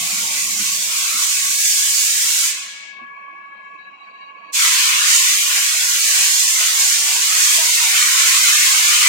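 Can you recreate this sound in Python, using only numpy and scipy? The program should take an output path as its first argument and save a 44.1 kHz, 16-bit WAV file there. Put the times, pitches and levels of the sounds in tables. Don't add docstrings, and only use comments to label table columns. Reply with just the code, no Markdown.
import sys
import numpy as np
from scipy import signal
from scipy.fft import rfft, irfft, next_fast_len
from scipy.io import wavfile
from scipy.ndimage import uniform_filter1d, map_coordinates

SR = 44100
rng = np.random.default_rng(int(sys.argv[2]) if len(sys.argv) > 2 else 0)


def transcribe(u):
    v = np.clip(np.atleast_2d(u).T, -1, 1)
    q = np.round(v * 32767).astype(np.int16)
    wavfile.write(sys.argv[1], SR, q)


N = 400428
TIME = np.arange(N) / SR
SIDE = np.array([[.5], [-.5]])


def amp(db):
    return 10 ** (np.asarray(db) / 20)


def unit(x):
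    return x / np.sqrt(np.mean(x ** 2) + 1e-20)


def along(points, hz):
    f, values = np.transpose(points)
    return np.interp(np.log(hz + 1), np.log(f + 1), values)


def curves(rows):
    times, *columns = np.transpose(rows)
    return [np.interp(TIME, times, column) for column in columns]


def wobble(rate):
    steps = np.arange(0, N + 64, 64)
    knots = rng.standard_normal(int(N * rate / SR) + 4)
    return np.interp(np.arange(N), steps, map_coordinates(knots, [steps * rate / SR]))


def filtered(x, response):
    size = next_fast_len(N + 8192)
    return irfft(rfft(x, size) * response(np.fft.rfftfreq(size, 1 / SR)), size)[..., :N]


def lowpass(x, corner_hz, order):
    return filtered(x, lambda hz: 1 / (1 + (hz / corner_hz) ** order))


def smoothed(field, bins, frames):
    return uniform_filter1d(uniform_filter1d(field, bins, axis=-2), frames, axis=-1)


def noise_field(coherence, lag_ms, patchy_db, size, kept=1, scatter=0, smooth_hz=30000, hollow_db=0):
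    hz, t, white = signal.stft(rng.standard_normal((3, N), dtype=np.float32), SR, nperseg=1024)
    hz, at = hz[:, None], np.minimum(t * SR, N - 1).astype(int)
    patches, shifts = unit(smoothed(rng.standard_normal((2, *white.shape[1:])), *size))
    lag_s, kept = np.broadcast_to(lag_ms, N)[at] / 1000, np.broadcast_to(kept, N)[at]
    share = np.clip(along(coherence, hz) * kept * np.exp(scatter * shifts - scatter ** 2 / 2), 0, .97)
    delay = np.exp(-1j * np.pi * hz * lag_s)
    pair = np.sqrt(1 - share) * white[:2] + np.sqrt(share) * white[2] * np.array([delay, delay.conj()])
    hollows = np.maximum(unit(smoothed(rng.standard_normal(white.shape[1:]), 3, 6)) - 1.3, 0)
    gain = amp(patchy_db * patches / (1 + (hz / smooth_hz) ** 2))
    gain *= amp(hollow_db * hollows / (1 + (hz / smooth_hz) ** 8))
    return signal.istft(pair * gain, nperseg=1024)[1][:, :N]


# t/s, hum and handling level/dB, murk level/dB
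RUMBLE_LEVELS = [(0.0, -46, -42.5), (0.25, -48, -38), (0.6, -47.5, -47), (0.88, -57.5, -45),
                 (2.3, -65, -49), (2.8, -67.5, -55.5), (4.3, -68, -54), (5.28, -62, -44),
                 (6.15, -65.5, -46), (7.1, -58.5, -40.5), (7.36, -63.5, -38), (8.88, -65, -43)]
# f/Hz, relative level/dB
HUM_SPECTRUM = [(25, -35), (65, -22), (135, -8.5), (195, 2.5), (269, -4), (300, -17), (350, -4.5),
                (460, -32), (770, -120)]
# f/Hz, relative level/dB
MURK_SPECTRUM = [(200, -65.5), (340, -24.5), (418, -14.5), (605, -8.5), (783, -5.5), (868, -7.5), (950, 2),
                 (1240, -20), (2090, -120)]


def rumble():
    hum_db, murk_db = curves(RUMBLE_LEVELS)
    hum = noise_field([(200, 0.88)], lag_ms=.1, patchy_db=2, size=(2, 5))
    hum = filtered(hum, lambda hz: amp(along(HUM_SPECTRUM, hz)))
    murk = noise_field([(600, 0.23)], lag_ms=0.28, patchy_db=5, size=(2, 9))
    murk = filtered(murk, lambda hz: amp(along(MURK_SPECTRUM, hz)))
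    return amp(hum_db - 1.6 * SIDE) * unit(hum) + amp(murk_db) * unit(murk)


# t/s, level/dB (about 7 dB under the envelope's crest), f/Hz, balance/dB
BLOOP_EVENTS = [(0.128, -47, 204, 3.5), (0.591, -42, 208, 2.5), (1.139, -51, 228, 2), (3.01, -54, 239, -3),
                (5.56, -48, 787, 11), (6.599, -47.5, 670, -10), (7.577, -38.5, 664, -2)]


def bloops():
    out, t = np.zeros((2, N + SR)), np.arange(SR // 5) / SR
    envelope = (t / 0.0059) * np.exp(1 - t / 0.013)
    partials = (1, 1), (1.4, 0.5), (0.59, 0.171)
    for start, db, hz, balance_db in BLOOP_EVENTS:
        tone = sum(gain * np.sin(2 * np.pi * ratio * hz * t) for ratio, gain in partials)
        out[:, round(start * SR):][:, :len(t)] += amp(db + SIDE * balance_db) * envelope * tone
    return out[:, :N]


# f/Hz, relative level/dB
SHOP_SPECTRUM = [(40, -71), (180, -29.5), (300, -12.5), (800, -17), (1350, -13), (2000, -19), (2600, -3),
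                 (3100, -27), (5000, -34.5), (7500, -35.5), (9500, -68)]
# f/Hz, balance/dB
SHOP_BALANCE = [(300, -2.5), (1100, -9.5), (1700, 8), (2600, 12), (3800, -2.5), (5200, -8), (7000, -9.5),
                (9000, -2.5)]
# f/Hz, bandwidth/Hz, level/dB, balance/dB
CASING_MODES = [(1063, 68, -49, 0), (2386, 280, -55.5, 9.5), (2635, 43, -63, 12), (3130, 160, -68, 14.5),
                (4250, 70, -76.5, -7)]
# t/s, left gain of the lowest mode and tone/dB, their right gain/dB, gain of the rest/dB
LATHE_GAINS = [(0, 0.5, 1, -30.5), (1.5, -1.5, -20, 1.5), (2.45, -6.5, -24, -2), (2.55, -25.5, -5, -5.5),
               (2.9, -30.5, -13, 4), (2.94, -30, 3, 2), (3.8, -30, 0, -0.5), (3.95, -12.5, -0.5, -3),
               (4.25, -4, -2, 0.5), (4.4, -19, 2, -1), (4.5, -26.5, 1.5, 1), (4.56, -8, -3.5, -12),
               (7, -12, -6, -14)]


def shop_noise():
    air = noise_field([(1000, 0.16)], lag_ms=0.53, patchy_db=5, size=(3, 7), hollow_db=-28)
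    air = filtered(air, lambda hz: amp(along(SHOP_SPECTRUM, hz) + SIDE * along(SHOP_BALANCE, hz)))
    gears = noise_field([(1000, .22)], lag_ms=0.18, patchy_db=3, size=(3, 5))
    *lowest_db, upper_db = curves(LATHE_GAINS)
    out = amp(-50.5) * unit(air)
    for k, (hz, width, db, balance_db) in enumerate(CASING_MODES):
        mode = filtered(gears, lambda f: (1j * f * width / (hz ** 2 - f ** 2 + 1j * f * width)) ** 2)
        gain_db = upper_db if k else np.array(lowest_db)
        out += amp(db + SIDE * balance_db + gain_db) * unit(mode)
    return out


HARMONICS = [2, 3, 4, 5, 7, 8]
# left early and late level/dB, right early and late level/dB,
# start and end of the change t/s, flicker scale/dB
HARMONIC_LEVELS = [(-37, -38, -37, -34.5, 3.2, 4.7, 4.5), (-37, -44.5, -66.5, -66, 3.9, 3.94, 2),
                   (-33.5, -49, -51.5, -45.5, 2.52, 4.5, -0.5), (-73, -47, -79, -69, 3.5, 4, 4),
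                   (-83.5, -82, -72.5, -51, 3.2, 3.8, 5), (-86.5, -91, -71, -58, 3.5, 3.5, 2)]
# least throb depth at the right port, throb weight, roughness, loss between spurts/dB
HARMONIC_MODULATION = [(0, .2, .14, 0), (0, 1, .25, 0), (.6, 1.2, .2, 0), (0, .5, .4, 0), (0, .3, .35, 5),
                       (0, .3, .5, 16)]
# start t/s, end t/s
SPURT_TIMES = [(3.8, 3.87), (4.0, 4.3), (4.37, 4.55)]
# t/s, modulation depth before weighting
THROB_DEPTH = [(3.6, .15), (3.9, .6)]
MESH_HZ, SHAFT_HZ = 558.5, 14.4


def gear_whine():
    mesh_phase = 2 * np.pi * np.cumsum(MESH_HZ + 0.66 * wobble(8.4)) / SR
    depth = np.clip(curves(THROB_DEPTH)[0], 0, 1)
    *lowest_db, upper_db = curves(LATHE_GAINS)
    shaft = np.cos(2 * np.pi * SHAFT_HZ * (TIME - 3.81) + .6 * wobble(3))
    spurting = sum(1. * (TIME > start) * (TIME < end) for start, end in SPURT_TIMES)
    lull = 1 - uniform_filter1d(spurting, size=900)
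    out = np.zeros((2, N))
    for k, levels, modulation in zip(HARMONICS, HARMONIC_LEVELS, HARMONIC_MODULATION):
        *port_db, start, end, flicker_db = levels
        least, weight, rough, lull_db = modulation
        for port in (0, 1):
            db = np.interp(TIME, [start, end], port_db[2 * port:2 * port + 2]) - lull_db * lull
            db += lowest_db[port] if k == HARMONICS[0] else upper_db
            throb = 1 + np.maximum(port * least, weight * depth) * shaft
            drift = 0.5 * wobble(30) + rough * wobble(90) + port * k * 1.29
            roughness = 1 + rough * wobble(80)
            flicker = flicker_db * np.minimum(.6 * wobble(45) + wobble(12), .5)
            out[port] += throb * roughness * amp(db + flicker) * np.sin(k * mesh_phase + drift)
    return out


# valve opens t/s, valve shuts t/s
VALVE_TIMES = [(-1, 2.475), (4.517, 9.5)]
RISE_TIMES = [.013, .013, .018, .013, .028]
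# first drop/dB, fade/(dB/s), delay until the tail is cut off/s, added fade/(dB/s)
TAIL_DECAY = [(-5.5, -62, 0.41, -210), (-2.5, -97, .34, -300), (-2, -40, 0.45, -100),
              (-11, -88.5, .33, -400), (-3, -51.5, 0.38, -100)]


def burst_envelopes():
    drop_db, fade_rate, cutoff_s, cutoff_rate = np.transpose(TAIL_DECAY)[:, :, None]
    gain = 0
    for opens, shuts in VALVE_TIMES:
        since_open, since_shut = np.maximum(TIME - opens, 0), np.maximum(TIME - shuts, 0)
        rise = (1 - np.exp(-since_open / np.array(RISE_TIMES)[:, None])) ** 4
        decay_db = drop_db * (1 - np.exp(-since_shut / .06)) + fade_rate * since_shut
        decay_db += cutoff_rate * np.maximum(since_shut - cutoff_s, 0)
        gain = gain + rise * amp(decay_db)
    return gain


# f/Hz, relative level/dB
JET_SPECTRUM = [(500, -46.5), (850, -26), (915, -30), (1010, -8.5), (1270, -9), (1420, -7.5), (1590, -9),
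                (2320, -7.5), (3470, -3.5), (6890, 6), (9240, 1.5), (10100, -9.5), (14500, -12.5),
                (15800, -16)]
# f/Hz, balance/dB
JET_BALANCE = [(500, -1.5), (1100, -5), (1750, 3), (2700, 3), (3800, 0.2), (5200, -0.9), (7000, -6),
               (8800, -2), (10000, 0), (15000, 3.5)]
# f/Hz, nominal share of the power
JET_COHERENCE = [(500, 0), (1200, 0.49), (1900, 0.08), (3400, 0.1), (4200, .3), (6000, 0.05), (15000, 0.16)]
# t/s, left port lag/ms, factor on the direct share, edge balance/dB
PHONE_HEADING = [(0, 0.19, 0.1, 2), (0.8, 0.44, .45, 4), (1.5, 0.054, 0.54, 6), (2.3, -0.44, 0.5, 5.5),
                 (3, 0.41, 0.6, 3), (9.08, 0.44, 1.03, 2.5)]
# t/s, level/dB re the roar
ROAR_SWELL = [(0, -7.5), (0.7, -12.5), (1.1, -12), (2.4, -20), (4.6, -21.5), (6.5, -29), (7.4, -15.5),
              (9.08, -14)]
# t/s, level of its bottom/dB re its top
EDGE_TILT = [(0.8, 5.5), (1.2, 13.5), (1.7, -5), (4.7, 3), (5.0, 5), (5.3, -7.5), (7.3, -1.5)]
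BODY_TOP_HZ, EDGE_TOP_HZ, ROAR_TOP_HZ, UPPER_HISS_HZ, FIZZ_FROM_HZ = 1460, 2096, 3400, 8150, 9860
SWELL_HZ, SWELL_WIDTH_HZ = 2180, 570


def jet_bands():
    lag_ms, kept, edge_balance_db = curves(PHONE_HEADING)
    noise = noise_field(JET_COHERENCE, lag_ms, patchy_db=3, size=(2, 7), kept=kept,
                        scatter=1.3, smooth_hz=5920, hollow_db=-28)
    noise = filtered(noise, lambda hz: amp(along(JET_SPECTRUM, hz) + SIDE * along(JET_BALANCE, hz)))
    edge = lowpass(noise, EDGE_TOP_HZ, order=12)
    roar = lowpass(noise - edge, ROAR_TOP_HZ, order=6)
    fizz = filtered(noise, lambda hz: hz > FIZZ_FROM_HZ)
    hiss = unit(noise - edge - roar - fizz)
    upper_hiss = filtered(hiss, lambda hz: 1 / (1 + (UPPER_HISS_HZ / (hz + 1)) ** 12))
    swell = filtered(roar, lambda hz: 1 / (1 + ((hz - SWELL_HZ) / (SWELL_WIDTH_HZ / 2)) ** 4))
    roar = unit(roar) + amp(curves(ROAR_SWELL)[0]) * unit(swell)
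    body = lowpass(edge, BODY_TOP_HZ, order=10)
    tilt = amp(curves(EDGE_TILT)[0] / 2)
    edge = (tilt * body + (edge - body) / tilt) / np.std(edge)
    return hiss - upper_hiss, upper_hiss, roar, unit(fizz), amp(SIDE * edge_balance_db) * edge


# t/s, hiss gain/dB, roar level/dB re the hiss
JET_FLOW = [(0, -24, -8.5), (0.8, -23.5, -10), (1.12, -23.5, -7), (1.5, -21, -11), (1.95, -20.5, -11.5),
            (2.2, -20.5, -10), (2.46, -19.5, -9.5), (4.55, -19, -4.5), (4.7, -20, -4), (4.88, -21, -2.5),
            (5.05, -20, -3), (5.2, -19, -6.5), (5.55, -21, -5.5), (5.8, -21, -6), (6.2, -18, -8.5),
            (6.52, -19, -10.5), (6.64, -19, -7), (6.76, -20, -6), (7.15, -20, -8), (7.32, -20, -6.5),
            (7.42, -18.5, -6.5), (7.7, -18.5, -7.5), (7.85, -19, -5.5), (8.15, -18.5, -5),
            (8.6, -18.5, -5.5), (9.08, -19, -3.5)]
# full strength t/s, gain/dB, rise constant/s, hold/s, decay constant/s
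HISS_SURGES = [(1.219, 3, .03, .02, 0.088), (1.657, 3, 0.055, 0.033, .25), (5.111, 3, 0.045, 0.044, 0.12),
               (6.798, 3, .008, .1, 0.065), (7.414, 2, 0.027, 0.12, .04), (8.29, 1.5, .03, .02, .1)]


def spray():
    bands = jet_bands()
    flutter_db = 0.5 * wobble(9.9) + 0.4 * wobble(40)
    flow_db, impact_db = curves(JET_FLOW)
    surge_db = sum(db * np.exp(np.minimum(TIME - at, 0) / rise - np.maximum(TIME - at - hold, 0) / decay)
                   for at, db, rise, hold, decay in HISS_SURGES)
    hiss_db, roar_db = flow_db + surge_db, flow_db + impact_db
    fizz_db = flow_db - 7 + 0.57 * surge_db + 0.58 * wobble(6)
    edge_db = -36.5 + 1.5 * (roar_db + 29)
    levels = hiss_db, hiss_db, roar_db, fizz_db, edge_db
    jet = sum(amp(db) * gain * band for db, gain, band in zip(levels, burst_envelopes(), bands))
    return np.sqrt(2) * amp(flutter_db) * jet


def scene():
    return spray() + gear_whine() + shop_noise() + rumble() + bloops()


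# f/Hz, level/dB re the total level
GATE_THRESHOLD = [(100, -67), (350, -58.5), (450, -87), (880, -44), (980, -39), (1300, -37.5), (1450, -53),
                  (3500, -65.5), (9000, -83.5)]
# f/Hz, level/dB re the band's own slow level
DIP_THRESHOLD = [(100, -7), (350, -1), (900, -1), (1400, -1.2), (1900, -1.8), (2300, -3.5), (3500, -2.8),
                 (6000, -7), (10000, -5)]


def noise_suppressor(x, floor_db, slope, loud_db):
    hz, _, spectrum = signal.stft(x.astype(np.float32), SR, nperseg=1024, noverlap=640)
    power = np.abs(spectrum) ** 2
    band = np.abs(smoothed(power, bins=2, frames=9)) + 1e-16
    total = np.abs(uniform_filter1d(power.sum(1).mean(0), size=9, origin=4))
    log_band = uniform_filter1d(np.log(band), size=9, axis=1)
    centred, trailing = [uniform_filter1d(log_band, size=41, axis=2, origin=back) for back in (0, 20)]
    slow = np.exp(np.minimum(centred, trailing))
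    active = total / (total + amp(2 * loud_db))
    threshold = total * amp(2 * along(GATE_THRESHOLD, hz))[:, None]
    threshold = threshold + active * slow * amp(2 * along(DIP_THRESHOLD, hz))[:, None]
    shortfall = np.minimum(threshold / band, 100) ** slope
    gain = amp(floor_db) + (1 - amp(floor_db)) / (1 + shortfall)
    return signal.istft(spectrum * gain, SR, nperseg=1024, noverlap=640)[1][:, :N]


def record(dry):
    gated = noise_suppressor(dry, floor_db=-30, slope=6, loud_db=-30)
    return filtered(np.clip(gated, -1, 1), lambda hz: hz < 15930)


dry = scene()
out = record(dry)
transcribe(out)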